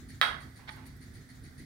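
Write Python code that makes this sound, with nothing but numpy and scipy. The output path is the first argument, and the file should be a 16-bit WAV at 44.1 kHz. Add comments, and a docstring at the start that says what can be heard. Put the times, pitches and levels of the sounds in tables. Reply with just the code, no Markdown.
"""In a classroom, a wooden ball clacks against a hand-held wooden cup toy, glances off and drops
until its string snaps taut with a soft, rattling knock. Each contact rings quickly damped wood modes
with a short crack, and floor and walls answer. Small noise bursts make the bumps, ticks and swishes
of handling. Ventilation rumbles, hums and hisses; a faint whirr pulses about seven times a second."""
import sys
import numpy as np
from scipy import signal
from scipy.fft import rfft, irfft, next_fast_len
from scipy.io import wavfile
from scipy.ndimage import map_coordinates

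SR = 44100
rng = np.random.default_rng(int(sys.argv[2]) if len(sys.argv) > 2 else 0)


def master(y):
    """Save y as 16-bit WAV."""
    cut = np.clip(np.atleast_2d(y).T, -1, 1)
    pcm = np.round(cut * 32767)  # scale
    wavfile.write(sys.argv[1], SR, pcm.astype(np.int16))


N = 72765

# the toy's direct sound, left side against right (frequency [Hz], gain [dB])
LEFT_DIRECT_EQ = [(400, -33), (1700, -7.5), (3000, -12), (3900, 5), (5200, -13), (7000, -5), (9000, 11.5),
                  (15000, 12)]


def amp(db):
    """Decibels to gain."""
    return 10 ** (np.asarray(db) / 20)


def along(points, hz):
    """Read a curve of (frequency [Hz], value) points on a log frequency axis."""
    freqs, values = np.transpose(points)
    return np.interp(np.log(hz + 1), np.log(freqs + 1), values)


def clock():
    """The time of every sample in seconds."""
    return np.arange(N) / SR


def wobble(rate):
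    """A smooth random curve with `rate` knots a second."""
    return map_coordinates(rng.standard_normal(size=1024), [clock() * rate], mode="wrap")


def equalise(x, curve):
    """Minimum-phase EQ with a (frequency [Hz], gain [dB]) curve: no ringing ahead of an attack."""
    size = 2 * next_fast_len(N)
    cepstrum = irfft(along(curve, np.fft.rfftfreq(size, 1 / SR)) * np.log(10) / 20)
    cepstrum[1:size // 2] *= 2
    cepstrum[size // 2 + 1:] = 0
    return irfft(rfft(x, size) * np.exp(rfft(cepstrum)), size)[..., :N]


def stereo_noise(spectrum, pan, common):
    """Shaped noise of rms 1, partly common to both sides; pan is left minus right dB, flat or a curve."""
    size = next_fast_len(N + SR // 4)
    hz = np.fft.rfftfreq(size, 1 / SR)
    white = rfft(rng.standard_normal((3, size)))
    pair = np.sqrt(common) * white[0] + np.sqrt(1 - common) * white[1:]
    pan_db = pan if np.isscalar(pan) else along(pan, hz)
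    noise = irfft(pair * amp(along(spectrum, hz) + np.outer([.5, -.5], pan_db)), size)[:, :N]
    return noise / np.sqrt(np.mean(noise ** 2) + 1e-20)


def bursts(events, rise_s, hold_s, fall_db_per_s):
    """An envelope that rises at each (time [s], level [dB]) event and fades from hold_s after it."""
    t = clock()
    return sum(np.clip((t - s) / rise_s, 0, 1) * amp(db - fall_db_per_s * np.maximum(t - s - hold_s, 0))
               for s, db in events)


def ventilation():
    """Ventilation: an uneven rumble, wavering hum lines and a steady hiss."""
    # swells and dips of the rumble (time [s], level [dB])
    rumble_ride = [(0, -48.5), (.16, -48.5), (.2, -57.5), (0.291, -49), (0.345, -45), (.4, -54), (.46, -48),
                   (.53, -57), (.6, -53.5), (.66, -55.5), (.78, -51), (1.11, -53), (1.18, -48.5),
                   (1.27, -57), (1.42, -50), (1.56, -54), (1.61, -45), (1.65, -52.5)]
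    # tone of the rumble and of the hiss (frequency [Hz], relative level [dB])
    rumble_tone = [(24, -53), (35, -3.5), (45, -3), (70, 0.5), (140, -1), (180, -7), (225, -3.5),
                   (300, -11), (350, -12.5), (420, -18.5), (700, -38)]
    hiss_tone = [(300, 2), (500, -6.5), (700, -2.5), (1000, -9), (1500, 0.5), (2000, 1), (2750, -17.5),
                 (3400, -7), (4500, -7), (6000, -11), (8000, -16), (12000, -19), (15500, -17.5)]
    # placement of the hiss (frequency [Hz], left minus right [dB])
    hiss_pan = [(400, -9.5), (2000, -9.5), (4000, -0.5), (6000, -4.5), (9000, 17.5), (15000, 9)]
    # hum lines (frequency [Hz], level [dB])
    hum_lines = [(81, -62.5), (108, -61), (141, -63), (258, -61.5)]
    t, low_pan_db = clock(), -2.5
    roll_off = [(1500, -65), (4000, -120)]
    rumble = stereo_noise(rumble_tone + roll_off, [(40, 0), (150, low_pan_db)], common=0.87)
    rumble *= amp(np.interp(t, *np.transpose(rumble_ride)))
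    hum = sum(amp(db + 3.22 * wobble(10.92)) * np.sin(2 * np.pi * hz * t + 0.88 * wobble(11.95))
              for hz, db in hum_lines)
    hum = np.sqrt(2) * hum * amp([[low_pan_db / 2], [-low_pan_db / 2]])
    hiss = amp(-60.5 + 0.36 * wobble(7.85)) * stereo_noise(hiss_tone, hiss_pan, common=0.15)
    return rumble + hum + hiss


def whirr():
    """A faint pulsing whirr: each pulse is two quick, rough chirps over a hiss that swells and fades."""
    # pulses (time [s], level [dB])
    pulses = [(.084, -53), (.252, -52), (0.401, -55.5), (0.555, -56.5), (0.7, -55.5), (0.852, -56.5),
              (1.007, -56.5), (1.135, -56.5), (1.286, -58), (1.433, -56.5), (1.576, -55)]
    # partials of the chirp and tone of the hiss (frequency [Hz], relative level [dB])
    partials = [(1930, -6), (4490, -9), (9060, -8.5), (9920, -11.5)]
    hiss_tone = [(500, -14), (1100, -21), (1550, -3.5), (1950, 11.5), (2700, -9), (3500, -5), (4150, 1),
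                 (4500, 5.5), (5000, -4.5), (6500, -7), (8600, -17.5), (9100, -4), (9550, -16), (9900, -11),
                 (10600, -14), (15500, -21)]
    # placement of both (frequency [Hz], left minus right [dB])
    pan = [(500, -18), (2000, -2.5), (4500, -2), (7000, 10), (9300, 18), (12000, 12), (15000, 14)]
    chirp_gap_s, roughness_rad = 0.015, 1.13
    tones = np.zeros((2, N))
    for hz, db in partials:
        gains = amp(db + np.array([[.5], [-.5]]) * along(pan, hz))
        tones += gains * np.sin(2 * np.pi * hz * clock() + roughness_rad * wobble(rate=330))
    chirp_pairs = [(s + lag, db) for s, db in pulses for lag in (0, chirp_gap_s)]
    chirps = bursts(chirp_pairs, rise_s=0.0061, hold_s=0.006, fall_db_per_s=1502) * tones
    hiss_envelope = amp(-2.5) * bursts(pulses, rise_s=0.012, hold_s=0.035, fall_db_per_s=188)
    return chirps + hiss_envelope * stereo_noise(hiss_tone, pan, common=0.15)


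def swishes():
    """Soft, airy swishes, like a moving sleeve."""
    # strokes (time [s], level [dB])
    strokes = [(-.02, -57), (.125, -58), (1.05, -63.5), (1.195, -62.5), (1.335, -62), (1.49, -85)]
    # their tone (frequency [Hz], relative level [dB])
    tone = [(600, -16), (1700, 8), (2700, -5), (3800, 1.5), (5500, -5), (6900, 4), (8500, -8),
            (15000, -10.5)]
    envelope = bursts(strokes, rise_s=0.024, hold_s=0.022, fall_db_per_s=225)
    return envelope * stereo_noise(tone, pan=4.5, common=0.088)


def grip_bumps():
    """The toy turns in the hand with dull bumps."""
    # bumps (time [s], level [dB])
    bumps = [(.587, -56), (.63, -70), (.765, -53), (.82, -67)]
    # their tone (frequency [Hz], relative level [dB])
    tone = [(250, -6), (600, -6), (850, 1.5), (1400, -4.5), (2200, -7), (3000, -12.5), (8000, -39)]
    envelope = bursts(bumps, rise_s=0.0071, hold_s=0.0041, fall_db_per_s=135)
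    return envelope * stereo_noise(tone, pan=-11.5, common=0.33)


def string_ticks():
    """The string touches the toy with light, bright ticks."""
    # ticks (time [s], level [dB])
    ticks = [(.759, -62.5), (.863, -56), (.964, -63)]
    # their tone (frequency [Hz], relative level [dB])
    tone = [(2000, -19), (5000, -7), (7000, -6), (11500, 6), (15000, -0.5)]
    envelope = bursts(ticks, rise_s=0.0018, hold_s=0.0026, fall_db_per_s=702)
    return envelope * stereo_noise(tone, pan=9, common=0.25)


def classroom(direct):
    """A mono sound in the stereo room: direct path, slaps off floor and walls, and a diffuse tail."""
    # early reflections (delay [s], left gain [dB], right gain [dB])
    reflections = [(.0016, -4.5, -10.5), (.0066, -10.5, -6), (.0082, -20, -9), (.0121, -19, -9),
                   (.0152, -21, -15), (.0236, -27, -15)]
    # decay of the tail (frequency [Hz], T60 [s])
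    decay = [(300, 0.64), (1300, 0.41), (2200, 0.45), (3300, 0.34), (6000, 0.36), (9000, 0.32),
             (15000, 0.23)]
    # colour of the tail (frequency [Hz], gain [dB])
    tail_eq = [(300, -6), (600, 4), (1300, 4), (1800, -2.5), (2300, -2), (2750, -0.5), (3250, 1.5),
               (3900, 1), (4700, -0.5), (6200, 1), (7300, -3.5), (10000, 3.5), (15000, 6)]
    # extra colour of the reverb on the left (frequency [Hz], gain [dB])
    left_eq = [(300, -13), (600, -11), (1500, -8.5), (2200, -11), (2800, 0.5), (3300, -6), (3900, -1.5),
               (4700, -2.5), (7000, -1), (9000, 13.5), (12000, 8), (15000, 5)]
    predelay_s, build_s, tail_db = 0.0033, 0.012, -0.36
    hz, t, bands = signal.stft(rng.standard_normal((2, SR)), SR, nperseg=256)
    tail = signal.istft(bands * amp(-60 * t / along(decay, hz)[:, None]), SR, nperseg=256)[1]
    tail *= np.clip((np.arange(tail.shape[1]) / SR - predelay_s) / build_s, 0, 1)
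    tail *= amp(tail_db) / np.linalg.norm(tail[0])
    wet = signal.fftconvolve(equalise(direct, tail_eq)[None], tail, axes=1)[:, :N]
    for delay_s, left_db, right_db in reflections:
        delayed = np.pad(direct, (round(delay_s * SR), 0))[:N]
        wet += np.outer(amp([left_db, right_db]), delayed)
    left = equalise(wet[0], left_eq) + equalise(direct, LEFT_DIRECT_EQ)
    return np.array([left, wet[1] + direct])


def wood_hit(modes, at_s, level_db, scatter_db):
    """One contact on wood: quickly damped modes, each at a slightly random level, and a short crack."""
    # small wood radiates little bass (frequency [Hz], gain [dB])
    radiation = [(60, -25), (250, -10), (600, -4.5), (1100, 0), (5500, 1), (7300, -1.5), (8500, -1.5)]
    contact_s, crack_db, crack_t60_s = 0.00022, -26.5, 0.0022
    t = clock() - at_s
    age = np.maximum(t, 0)
    attack = np.sin(np.pi / 2 * np.clip(1 + t / contact_s, 0, 1)) ** 2
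    ring = sum(amp(db + scatter_db * rng.standard_normal() - 60 * age / t60) * np.cos(2 * np.pi * hz * t)
               for hz, db, t60 in modes)
    crack = amp(crack_db - 60 * age / crack_t60_s) * rng.standard_normal(N)
    return amp(level_db) * equalise(attack * (ring + crack), radiation)


def string_knock():
    """The falling ball pulls the string taut: it rubs as it tightens and the ball chatters on it."""
    # jerks of the string (time [s], relative level [dB])
    jerks = [(0.677, -38), (0.6816, -33), (0.686, -29.5), (0.6921, -27), (0.6932, -29), (0.6978, -31)]
    # modes of the tugged toy (frequency [Hz], relative level [dB], T60 [s])
    modes = [(885, -14, 0.093), (1213, -16, 0.05), (1540, -7, 0.017), (1860, -12.5, 0.023),
             (2230, -9, 0.018), (3280, -11.5, 0.012), (4320, -18.5, 0.0047), (5430, -20, .005)]
    # the string cushions the tug (frequency [Hz], gain [dB])
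    cushion = [(200, -2), (700, 1), (1200, 0), (2300, -0.5), (2600, -6), (3200, 1), (5500, -0.5),
               (8000, -4), (15000, -5)]
    # envelope of the rub (time [s], level [dB])
    rub_ride = [(0.669, -72), (0.682, -46), (0.693, -40.5), (0.709, -64), (.73, -63), (.78, -55.5),
                (.85, -72)]
    # tone of the rub (frequency [Hz], relative level [dB])
    rub_tone = [(180, -42), (300, -6), (448, -15.5), (1220, -4.5), (2200, 0), (2600, -21), (4070, -8),
                (7100, -31.5), (12000, -37), (15600, -65), (22000, -120)]
    chatter = equalise(sum(wood_hit(modes, s, db, scatter_db=2) for s, db in jerks), cushion)
    rub_envelope = amp(np.interp(clock(), *np.transpose(rub_ride), left=-120, right=-120))
    rub = rub_envelope * stereo_noise(rub_tone, pan=-6, common=0.11)
    direct = np.array([equalise(chatter, LEFT_DIRECT_EQ), chatter])
    return amp(-8.5) * direct + amp(-11.0) * classroom(chatter) + rub


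def ball_clack():
    """The ball strikes the toy once, wood on wood, and the room answers."""
    # modes of ball and toy (frequency [Hz], relative level [dB], T60 [s])
    modes = [(840, -29.5, 0.02), (1314, -16, 0.027), (1494, -15, 0.025), (1700, 0, 0.0065),
             (2010, -13, 0.025), (3287, -12.5, 0.039), (3746, -14.5, 0.017), (4610, -28, 0.028),
             (8790, -32, 0.006), (14700, -38, 0.009)]
    return classroom(wood_hit(modes, at_s=0.21425, level_db=-7.5, scatter_db=0.5))


def scene():
    """The clack, the knock and small handling sounds over the room's background."""
    toy = ball_clack() + string_knock()
    handling = grip_bumps() + string_ticks() + swishes()
    return toy + handling + ventilation() + whirr()


def record(dry):
    """Clip the mix at full scale and cut the highest treble."""
    top_hz = 15850
    size = next_fast_len(N + SR // 4)
    passband = np.fft.rfftfreq(size, 1 / SR) < top_hz
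    return irfft(rfft(np.clip(dry, -1, 1), size) * passband, size)[:, :N]


dry = scene()
out = record(dry)
master(out)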